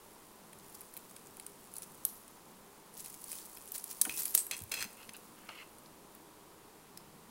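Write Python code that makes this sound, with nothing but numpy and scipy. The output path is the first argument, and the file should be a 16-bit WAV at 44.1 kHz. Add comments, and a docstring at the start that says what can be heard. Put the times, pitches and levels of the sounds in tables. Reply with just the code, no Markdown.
"""A metal wristwatch on a mesh bracelet is turned over in two hands, close to a phone in a quiet room. Its
links tick and rustle: short bursts of noise and showers of tiny clicks, coloured like thin metal. The loose
clasp knocks, drags and rubs on a wooden table: noise and small slips drive resonances. Rubbed links sing on a
few high modes, the dragged clasp on one near 2.6 kHz, and soft thumps come from hand and clasp on the table.
Behind it lie a short echo of shaped noise, a steady hush and a few wavering low tones."""
import sys
import numpy as np
from scipy import signal
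from scipy.fft import rfft, irfft, next_fast_len
from scipy.io import wavfile
from scipy.ndimage import uniform_filter1d

SR = 44100
rng = np.random.default_rng(int(sys.argv[2]) if len(sys.argv) > 2 else 0)


def int16_out(signal):
    """Quantize to a 16-bit WAV file."""
    q = np.round(np.clip(np.atleast_2d(signal).T, -1, 1) * 32767)
    wavfile.write(sys.argv[1], SR, q.astype(np.int16))


N = 322191  # length in samples


def undb(db):
    """Turn decibels into a gain."""
    return 10 ** (np.asarray(db) / 20)


def unit(x):
    """Scale a sound to an rms level of 1."""
    return x / np.sqrt(np.mean(x ** 2))


def curve(rows):
    """Gain over time from rows of seconds and dB, silent outside them."""
    s, db = np.transpose(rows)
    return undb(np.interp(np.arange(N) / SR, s, db, left=-np.inf, right=-np.inf))


def colour(x, points):
    """Shape the spectrum with gains in dB, joined by straight lines over log frequency."""
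    size = next_fast_len(len(x))
    hz, db = np.transpose(points)
    log_hz = np.log(np.fft.rfftfreq(size, 1 / SR) + 1)  # + 1 avoids the log of zero
    gain = undb(np.interp(log_hz, np.log(hz), db))
    return irfft(rfft(x, size) * gain, size)[:len(x)]


def band(x, hz, width_hz):
    """Keep the sound around one frequency with a two-pole band-pass."""
    b, a = signal.iirpeak(min(hz, SR / 2.2), hz / width_hz, fs=SR)
    return signal.lfilter(b, a, x)


def ring(x, modes, gain):
    """Let x strike a set of modes, each a sine that dies away, and add them up."""
    out = 0
    for (hz, db, t60), g in zip(modes, gain):
        fall = np.log(1000) / (t60 * SR)  # 60 dB down after t60 seconds
        pole = np.exp(2j * np.pi * hz / SR - fall)
        out = out + g * undb(db) * signal.lfilter([1], [1, -pole], x).imag
    return out


def grains(rate, scatter_db):
    """Random tiny impacts, so many per second, their strengths spread over scatter_db."""
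    hit = rng.random(N) < rate / SR
    sign = rng.choice([-1, 1], N)
    return hit * sign * undb(scatter_db * rng.random(N) ** 2)


def add(track, s, sound):
    """Mix a sound into the track at time s in seconds."""
    i = int(s * SR)
    track[i:i + len(sound)] += sound[:N - i]


def wander(hold_s):
    """Slow random drift with an rms of 1."""
    k = int(hold_s * SR)
    once = uniform_filter1d(rng.standard_normal(N), k)
    return unit(uniform_filter1d(once, k))


ATTACK_S = 0.0028  # of every stroke


def stroke(start, hold, db, t60):
    """Gain of one stroke: a straight attack, a hold, then a release of 60 dB in t60 seconds."""
    t = np.arange(N) / SR - start
    release_s = np.clip(t - ATTACK_S - hold, 0, None)
    return undb(db - 60 * release_s / t60) * np.clip(t / ATTACK_S, 0, 1)


# Single ticks of metal on metal. Each row: start in seconds, peak level of the crack in dB,
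# centre of its pitch in Hz, level of the clasp in dB against the crack.
METAL_TICKS = [(0.5313, -40, 9650, -11.5), (0.808, -35, 11300, -24), (0.8152, -34, 9930, -25),
               (0.9386, -38, 11300, -22), (0.9668, -33, 14200, -13.5), (0.974, -31.5, 12000, -20),
               (1.111, -40.5, 9600, -20), (1.164, -33.5, 9300, -12), (1.27, -40.5, 7300, -35),
               (1.369, -35.5, 10900, -20), (1.398, -32, 9400, -13.5), (1.465, -28.5, 8900, -28),
               (1.7384, -33, 11100, -24), (1.756, -37, 10800, -38), (1.7662, -28.5, 11000, -37),
               (1.7826, -29, 10900, -30), (1.8213, -30.5, 9600, -20), (2.051, -9.5, 11950, -64),
               (2.0657, -32, 12000, -38), (2.2796, -40, 9300, -32), (3.0465, -34, 9200, -25),
               (3.0596, -30.5, 9500, -17.5), (3.1418, -31, 7240, -25), (3.2181, -36, 9420, -38),
               (3.241, -31.5, 10300, -39), (3.3165, -27, 8940, -18), (3.329, -29.5, 10900, -12),
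               (3.571, -36.5, 12600, -9), (3.6759, -35, 10400, -23), (3.7193, -21.5, 14000, -59),
               (3.78, -27, 8700, -48), (3.8408, -25, 11100, -51), (3.928, -32, 9400, -28),
               (4.0133, -18, 7600, -46), (4.0146, -6.5, 9400, -41), (4.019, -14.5, 12100, -27),
               (4.0517, -18.5, 9140, -22), (4.095, -30, 12700, 1), (4.22, -25, 8550, -23),
               (4.2332, -23, 12900, -24), (4.255, -19.5, 11100, -21), (4.346, -23, 10400, -19),
               (4.3497, -6, 11400, -33), (4.3762, -13, 8600, -41), (4.467, -26.5, 12200, -23),
               (4.5118, -22.5, 10100, -7), (4.567, -28, 9500, -20), (4.59, -31, 8160, -20),
               (4.6034, -33.5, 8400, -30), (4.6197, -32, 12000, -30), (4.6373, -32.5, 12200, -28),
               (4.7184, -21, 4200, -17), (4.741, -21.5, 4200, -18), (4.8253, -23, 5250, -7.5),
               (4.842, -31.5, 12600, -7), (5.03, -49.5, 3220, 3.5), (5.0918, -36.5, 9400, -1.5),
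               (5.135, -34, 10600, -23), (5.166, -36.5, 10400, -20), (5.4905, -45, 4140, 1.5),
               (5.784, -40.5, 9700, -30), (5.86, -56.5, 3310, 7.5), (6.1502, -36, 13500, -30),
               (6.974, -30, 5250, -40)]
# How the clasp rings when hit. Each row: frequency in Hz, strength in dB, time to fall by 60 dB in seconds.
CLASP_RING = [(1930, -21, 0.0035), (2620, 5.5, 0.016), (2727, -1, 0.019), (3330, 7, 0.01),
              (4226, 6.5, 0.013), (5140, 4, 0.01), (6250, -1, 0.015), (8330, -4.5, 0.015)]
# How the thin mesh colours a noise. Each row: frequency in Hz, gain in dB.
MESH_TONE = [(1500, -10.5), (3300, -8.5), (4700, -5), (6500, -4), (8000, -1.5), (10000, 2), (13000, -2.5),
             (16000, 0.5)]


def ticks(width=0.13, pitch_db=10.5, contact_s=0.0019, rise_s=0.00019, thin=0.29):
    """A rough contact of a millisecond or two: a pitched crack, the clasp's ring and its dull knock."""
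    out, t = np.zeros(N), np.arange(8192) / SR
    noise = rng.standard_normal((len(METAL_TICKS), len(t)))
    spot = rng.random((len(METAL_TICKS), len(CLASP_RING)))  # where the blow lands on the clasp
    for (s, db, hz, clasp_db), n, g in zip(METAL_TICKS, noise, spot):
        contact = n * (1 - np.exp(-t / rise_s)) * np.exp(-t / contact_s)
        b, a = signal.butter(1, thin * hz, "high", fs=SR)
        crack = signal.lfilter(b, a, contact)  # small parts lack lows
        pitch = undb(pitch_db) * band(contact, hz, width * hz)
        parts = [(colour(crack + pitch, MESH_TONE), 0),
                 (ring(contact, CLASP_RING, .5 + g), clasp_db),
                 (band(contact, 3100, 2700), clasp_db)]  # the dull knock
        add(out, s, sum(undb(db + rel) * v / np.abs(v).max() for v, rel in parts))
    return out


# The mesh slides and bends, with the level gliding from row to row.
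# Each row: time in seconds, level of the link clicks in dB.
RUSTLE_LEVEL = [(0, -65.5), (.45, -68.5), (.58, -62.5), (1.05, -61.5), (1.4, -66.5), (2.0, -61.5),
                (2.5, -68), (2.9, -70.5), (2.98, -53), (3.36, -61), (3.5, -57), (4.04, -54.5), (4.12, -47),
                (4.3, -46.5), (4.47, -69), (4.67, -65), (4.73, -54), (4.84, -55), (4.87, -61.5),
                (5.45, -66), (7.3, -87)]
# Quick slides of the mesh over itself. Each row: middle in seconds, level in dB,
# half length in seconds, share of the lower hiss in dB.
MESH_SWISHES = [(0.751, -50.5, 0.0072, -8), (1.773, -57, 0.018, -21), (1.832, -49, 0.0098, -24),
                (2.093, -63, 0.013, 6), (3, -52.5, 0.011, -3), (3.07, -58, 0.013, -2),
                (3.344, -49, 0.081, -18), (3.757, -37, 0.0095, -11.5), (3.786, -55, 0.0098, -10),
                (3.911, -44, 0.013, -10), (4.196, -39, 0.023, -21), (4.263, -48, 0.011, -15),
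                (4.352, -32.5, 0.0076, -24), (4.385, -38, 0.025, -29), (4.514, -43.5, 0.0024, 11),
                (4.577, -46, 0.0082, -12)]


def rustle(hiss_db=-2, click_s=0.00051, grit=0.68):
    """Many links click, each in its own pitch region, over the hiss of wire sliding on wire."""
    t = np.arange(N) / SR
    decay = np.exp(-1 / (click_s * SR))
    links = 0
    for hz in (5250, 7800, 10500, 11700, 15100):
        hits = grains(110, 18.0)
        contact = signal.lfilter([1], [1, -decay], hits) * rng.standard_normal(N)  # scraped, not clean
        links = links + band(contact, hz, .8 * hz)
    links = unit(colour(links, MESH_TONE))
    wire = unit(colour(rng.standard_normal(N), MESH_TONE))
    # a harder slide reaches further down
    lower = unit(band(band(rng.standard_normal(N), 6100, 5300), 6100, 5300))
    out = (links + undb(hiss_db) * wire) * curve(RUSTLE_LEVEL)
    for s, db, half, lower_db in MESH_SWISHES:
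        swell = undb(db) * np.exp(-((t - s) / half) ** 2)
        out += swell * (grit * links + wire + undb(lower_db) * lower)
    return out


# The clasp drags on the wood in short strokes. Each row: start in seconds, hold in seconds,
# level in dB, time for the release to fall by 60 dB in seconds.
DRAG_STROKES = [(4.102, .004, -45, 0.06), (4.51, 0.03, -41.5, 0.085), (4.7137, 0.011, -39, 0.065),
                (4.736, 0.015, -40.5, 0.075), (4.764, 0.0089, -43, 0.073), (4.786, .008, -42, 0.04),
                (4.802, 0.0057, -39.5, .04), (4.811, 0.019, -41.5, 0.032), (4.838, .006, -45, 0.05)]


def drag(scrape_db=-3, smooth=1.15):
    """Stick and slip of the clasp on wood grain rings its modes, with a scraping hiss beside them."""
    slips = unit(unit(grains(326, 5.4)) + smooth * rng.standard_normal(N))
    gain = np.ones(len(CLASP_RING))
    push = sum(stroke(*row) for row in DRAG_STROKES)
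    loud = np.std(ring(slips, CLASP_RING, gain))  # level of the ring under a steady push
    ringing = ring(slips * push, CLASP_RING, gain) / loud
    scrape = unit(band(band(slips, 5700, 5200), 7300, 11000))
    return ringing + undb(scrape_db) * push * scrape


# A duller, softer rub on the wood. Each row: start in seconds, hold in seconds, level in dB,
# time for the release to fall by 60 dB in seconds, tilt towards the treble in dB per octave.
RUB_STROKES = [(4.969, 0.072, -59.5, 0.075, 2), (5.139, 0.014, -54, .05, 4), (5.365, 0.15, -63.5, .05, -7),
               (5.488, 0.0032, -46, 0.025, -1.5), (5.498, 0.047, -55, 0.062, -9),
               (5.546, 0.084, -54.5, .025, 0.5)]
# Broad resonances of the rub. Each row: frequency in Hz, width in Hz, level in dB before the tilt.
RUB_RESONANCES = [(450, 590, -18), (1320, 640, 1), (2100, 550, 0.5), (2600, 390, 0), (3950, 720, -5.5)]


def rub():
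    """Dense small slips through broad, damped resonances, each coming and going."""
    slips = grains(2700, 11.0)
    hz, _, db = np.transpose(RUB_RESONANCES)
    peaks = []
    for f, w, _ in RUB_RESONANCES:
        resonance = unit(band(band(slips, f, w), f, 2 * w))
        peaks.append(undb(3 * wander(0.02)) * resonance)
    peaks = np.array(peaks)
    out = 0
    for *shape, tilt in RUB_STROKES:
        mix = undb(db + tilt * np.log2(hz)) @ peaks
        out = out + unit(mix) * stroke(*shape)
    return out


# Rubbed links sing on high modes, and the dragged clasp on one near 2.6 kHz. Each row: start in seconds, hold
# in seconds, level in dB, # time for the release to fall by 60 dB in seconds, frequency in Hz, filter width in
# Hz.
SINGING_MODES = [(2.052, .002, -43, 0.079, 11850, 400), (4.094, 0.006, -46.5, 0.3, 2590, 150),
                 (4.138, 0.018, -47, .08, 12870, 120), (4.193, 0.0053, -39, 0.11, 12870, 121),
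                 (4.23, .07, -48, 0.12, 12870, 120), (4.375, 0.024, -35, 0.09, 8300, 700)]


def sing():
    """Narrow modes, most of them high, kept going by rubbing."""
    rubbing = unit(grains(570, 9.8)) + 1.8 * rng.standard_normal(N)
    out = 0
    for *shape, hz, w in SINGING_MODES:
        tone = unit(band(band(rubbing, hz, w), hz, 2 * w))
        out = out + tone * stroke(*shape)
    return out


# Soft thumps and dull knocks of hand and clasp on the table.
# Each row: start in seconds, peak level in dB, centre in Hz.
TABLE_THUMPS = [(4.051, -33, 1790), (4.063, -41, 810), (4.066, -41, 292), (4.344, -48, 332),
                (4.518, -52, 220), (4.604, -45.5, 108), (4.844, -48, 203), (5.489, -45, 800)]


def thumps(length_s=0.0073, width=0.55):
    """A soft uneven push on the table top, which barely rings; lower knocks last longer."""
    out, t = np.zeros(N), np.arange(8192) / SR
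    noise = rng.standard_normal((len(TABLE_THUMPS), len(t)))
    for (s, db, hz), n in zip(TABLE_THUMPS, noise):
        u = t / length_s * np.sqrt(hz / 300)  # length_s holds at 300 Hz
        push = n * u * np.exp(-u)
        body = band(band(push, hz, width * hz), hz, hz)
        add(out, s, undb(db) * body / np.abs(body).max())
    return out


ROOM_DB, ROOM_T60_S = -13, 0.43  # echo level, and the time it takes to fall by 60 dB


def room(x, delay_s=0.0078):
    """Table and walls return a short diffuse tail: noise that dies away after a small delay."""
    t = np.arange(SR // 2) / SR
    fall = np.exp(-np.log(1000) * t / ROOM_T60_S)
    tail = rng.standard_normal(len(t)) * fall * (t > delay_s)
    tail = tail / np.sqrt(np.sum(tail ** 2))
    return undb(ROOM_DB) * signal.fftconvolve(x, tail)[:N]


# Colour of the steady room tone. Each row: frequency in Hz, gain in dB before the overall level is set.
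HUSH_TONE = [(25, -9), (70, -17), (97, -9), (130, -19), (210, -7), (300, -8), (400, -6), (660, -11),
             (980, -7), (1600, -17), (2500, -20), (6000, -23), (10000, -21), (16000, -25)]
HUSH_DB = -58  # rms
# Wavering low tones in the room. Each row: frequency in Hz, width in Hz, rms level in dB before the waver.
LOW_TONES = [(175, 79, -69.5), (214.6, 5.5, -75.5), (319.5, 9, -74.5), (403.8, 4.6, -73.5)]


def hush(waver_db=3.5):
    """Steady room tone with microphone hiss, and narrow bands of noise as wavering low tones."""
    drones = 0
    for hz, w, db in LOW_TONES:
        level = undb(db + waver_db * wander(0.33))
        drones = drones + level * unit(band(rng.standard_normal(N), hz, w))
    steady = unit(colour(rng.standard_normal(N), HUSH_TONE))
    return steady * undb(HUSH_DB) + drones


def scene():
    """Watch and table close by, their echo, the room tone."""
    watch = ticks() + rustle() + drag() + rub() + sing() + thumps()
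    return (watch + room(watch) + hush())[None]


TOP_HZ = 15800


def record(dry):
    """The phone cuts the top: a steep low-pass at TOP_HZ."""
    low_pass = signal.ellip(10, .2, 60, TOP_HZ, fs=SR, output="sos")
    return signal.sosfilt(low_pass, dry)


dry = scene()
out = record(dry)
int16_out(out)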